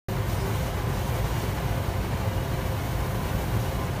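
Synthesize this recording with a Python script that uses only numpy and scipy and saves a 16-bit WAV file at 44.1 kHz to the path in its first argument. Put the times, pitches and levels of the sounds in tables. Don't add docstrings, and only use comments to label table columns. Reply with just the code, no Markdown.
import sys
import numpy as np
from scipy.fft import rfft, irfft
from scipy.io import wavfile
from scipy.ndimage import uniform_filter1d, map_coordinates

SR = 44100
rng = np.random.default_rng(int(sys.argv[2]) if len(sys.argv) > 2 else 0)


def transcribe(signal):
    frames = np.atleast_2d(signal).T
    limited = np.clip(frames, -1, 1)
    pcm = np.round(limited * 32767).astype(np.int16)
    wavfile.write(sys.argv[1], SR, pcm)


N = 176400
T = np.arange(N) / SR
HZ = np.maximum(np.arange(N // 2 + 1) * SR / N, 1)

# frequency in Hz, relative level in dB.
ROAR_SPECTRUM = [(15, -44), (27, -38), (33, -19), (38, -8), (44, -5), (55, 2.5), (63, 0), (71, -6.5),
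                 (82, -1.5), (92, -1.5), (104, .5), (128, -0.2), (160, -9), (195, -11.5), (240, -15.5),
                 (320, -19.5), (600, -28), (2000, -60)]
# peak time in seconds, boost in dB.
FLAME_THROBS = [(.505, 5.5), (.89, 2.5), (1.76, 3.5), (2.41, 1), (3.56, 3)]
# frequency in Hz, relative level in dB.
RUSH_SPECTRUM = [(25, -10), (100, 3.5), (250, -3), (350, 1.5), (470, -0.5), (620, -1), (700, 1), (765, -4),
                 (820, 0), (900, -0.5), (1000, -4), (1120, -4), (1350, -7), (1600, -6.5), (1920, -9.5),
                 (2150, -8.5), (2680, -13.5), (3050, -13), (3500, -17), (4600, -19), (4950, -22.5),
                 (5400, -22), (8000, -26.5), (15000, -30)]
# time in seconds, level in dB.
RUSH_ENVELOPE = [(.1, -35.5), (.7, -35), (1.3, -34.5), (1.8, -35), (2.3, -35.5), (2.9, -35.5), (3.4, -35),
                 (4, -35.5)]
# pitch in Hz, half-width in Hz, level in dB.
DUCT_RESONANCES = [(178.5, 10.4, -44.5), (340, 8.6, -57), (404.7, 14, -49.5), (525, 15, -46.5),
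                   (661, 9.4, -52), (709, 17, -52), (799.5, 8, -56), (971, 27, -49.5), (1033.7, 12.5, -50),
                   (1481, 17, -60.5), (1560, 19, -61.5), (1753, 22, -59), (1993, 7.9, -61.5),
                   (2072, 22, -61.5), (2890, 35, -61), (2997, 25, -64), (3785, 18, -64), (4010, 15, -69)]
# peak time in seconds, pitch in Hz, peak level in dB.
DUCT_RINGS = [(.48, 388.7, -37), (1.67, 711, -43.5), (3.24, 968, -43), (3.52, 330.6, -41.5),
              (3.82, 1036, -44)]
# frequency in Hz, relative level in dB.
HISS_SPECTRUM = [(1500, -13), (3000, 3), (4400, 1.5), (4950, -1), (5300, 1.5), (6700, 2.5), (7700, -3.5),
                 (9200, -1.5), (10400, -7), (13000, -11)]
# frequency in Hz, relative level in dB.
SPRAY_SPECTRUM = [(5000, -28), (9000, -3), (10400, -7.5), (11400, -1), (13000, 1.5), (14000, .3),
                  (14700, 5), (15200, 0.4)]
# time in seconds, body level in dB before trim, spray level in dB.
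HISS_ENVELOPE = [(.1, -49.5, -48.5), (.25, -52, -49), (.3, -44, -45.5), (.44, -48.5, -49), (.49, -46, -45),
                 (.66, -45, -46.5), (.73, -49.5, -49.5), (.86, -51.5, -49.5), (.95, -46, -49),
                 (1.13, -47, -44.5), (1.25, -47, -47), (1.43, -44, -45), (1.54, -49, -47.5),
                 (2.2, -50.5, -49.5), (2.7, -49.5, -47.5), (3.3, -49, -46), (3.68, -48, -46),
                 (3.98, -51.5, -52.5)]
# peak time in seconds, length in seconds, pitch in Hz, half-width in Hz, peak level in dB.
HISS_WHISTLES = [(.33, .14, 13350, 330, -52), (.39, .2, 9500, 260, -58), (.41, 0.1, 5070, 480, -51)]
# time in seconds, level in dB.
HUM_ENVELOPE = [(.15, -40), (.35, -51), (.62, -54), (.8, -43.5), (1.4, -53), (4, -52)]
# time in seconds, level in dB.
FAN_ENVELOPE = [(0, -55), (.7, -55), (1.1, -49.5), (1.5, -56), (1.75, -45), (2.05, -65), (2.25, -45.5),
                (2.65, -44.5), (3.1, -55), (3.45, -54), (3.7, -43.5), (4, -57)]
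# time in seconds, level in dB.
WHINE_ENVELOPE = [(0, -78), (2, -71), (4, -65)]


def flames(gain_db=-28.5, evenness=0.74, even_over_s=0.22, throb_s=0.064):
    roar = noise(colour(ROAR_SPECTRUM))
    swell = np.sqrt(uniform_filter1d(roar ** 2, int(even_over_s * SR)))
    even_roar = roar / swell ** evenness
    throb_db = sum(db * bump(peak_s, throb_s) for peak_s, db in FLAME_THROBS)
    return from_db(gain_db + throb_db) * flutter(depth_db=1.02) * even_roar


def blowers():
    return envelope(RUSH_ENVELOPE) * flutter(depth_db=0.76) * noise(colour(RUSH_SPECTRUM))


def ducts(ring_s=0.12):
    bed = sum(from_db(db) * resonance(hz, width) for hz, width, db in DUCT_RESONANCES)
    rings = sum(from_db(db) * bump(peak_s, ring_s) * tone(hz, wander_hz=4.05)
                for peak_s, hz, db in DUCT_RINGS)
    return bed + rings


def gas_hiss(body_trim_db=-1):
    times, body_db, spray_db = np.transpose(HISS_ENVELOPE)
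    body = from_db(body_trim_db + np.interp(T, times, body_db)) * noise(colour(HISS_SPECTRUM))
    spray = from_db(np.interp(T, times, spray_db)) * noise(colour(SPRAY_SPECTRUM))
    return (body + spray) * flutter(depth_db=0.68)


def gas_whistles():
    return sum(from_db(db) * bump(peak_s, length_s) * resonance(hz, width)
               for peak_s, length_s, hz, width, db in HISS_WHISTLES)


def fans():
    hum = envelope(HUM_ENVELOPE) * tone(hz=387, wander_hz=2.04)
    main = envelope(FAN_ENVELOPE) * tone(hz=531, wander_hz=3.5)
    whine = envelope(WHINE_ENVELOPE) * tone(hz=11150, wander_hz=6.6)
    return hum + main + whine


def nearby_surfaces(sound, count=10, echo_db=-7, low_cut_hz=1300, sway_s=0.00012):
    echo_gain = from_db(echo_db) / (1 + (low_cut_hz / HZ) ** 2)
    direct_spectrum = rfft(sound) / np.sqrt(1 + echo_gain ** 2)
    reflected = irfft(direct_spectrum * echo_gain, N)
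    delays_s = [delay + sway_s * drift(rate_hz=0.3) for delay in rng.uniform(0.002, 0.009, count)]
    echoes = sum(map_coordinates(reflected, [(T - delay) * SR], order=3) for delay in delays_s)
    return irfft(direct_spectrum, N) + echoes / np.sqrt(count)


def tone(hz, wander_hz, rate_hz=6, waver_db=1.0):
    phase = 2 * np.pi * np.cumsum(hz + wander_hz * drift(rate_hz)) / SR
    return rms_one(np.sin(phase) * from_db(waver_db * drift(rate_hz)))


def resonance(hz, half_width_hz):
    return noise(1 / (1 + ((HZ - hz) / half_width_hz) ** 2))


def noise(gain):
    return rms_one(irfft(rfft(rng.standard_normal(N)) * gain, N))


def colour(points):
    hz, db = np.transpose(points)
    return from_db(np.interp(np.log(HZ), np.log(hz), db))


def envelope(points):
    return from_db(np.interp(T, *np.transpose(points)))


def flutter(depth_db, rate_hz=26):
    return from_db(depth_db * drift(rate_hz))


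def drift(rate_hz):
    return noise(1 / (1 + (HZ / rate_hz) ** 2))


def bump(peak_s, length_s):
    return np.exp(-(2 * (T - peak_s) / length_s) ** 2)


def from_db(db):
    return 10 ** (np.asarray(db) / 20)


def rms_one(x):
    return x / np.sqrt(np.mean(x ** 2) + 1e-20)


def scene():
    mix = flames() + ducts() + fans() + gas_whistles()
    mix += nearby_surfaces(blowers() + gas_hiss())
    return mix[None]


def record(dry, start_s=0.084, fade_in_s=0.002, cutoff_hz=15300):
    fade_in = np.clip((T - start_s) / fade_in_s, 0, 1)
    high_cut = 1 / np.sqrt(1 + (HZ / cutoff_hz) ** 1200)
    return fade_in * irfft(rfft(dry) * high_cut, N)


dry = scene()
out = record(dry)
transcribe(out)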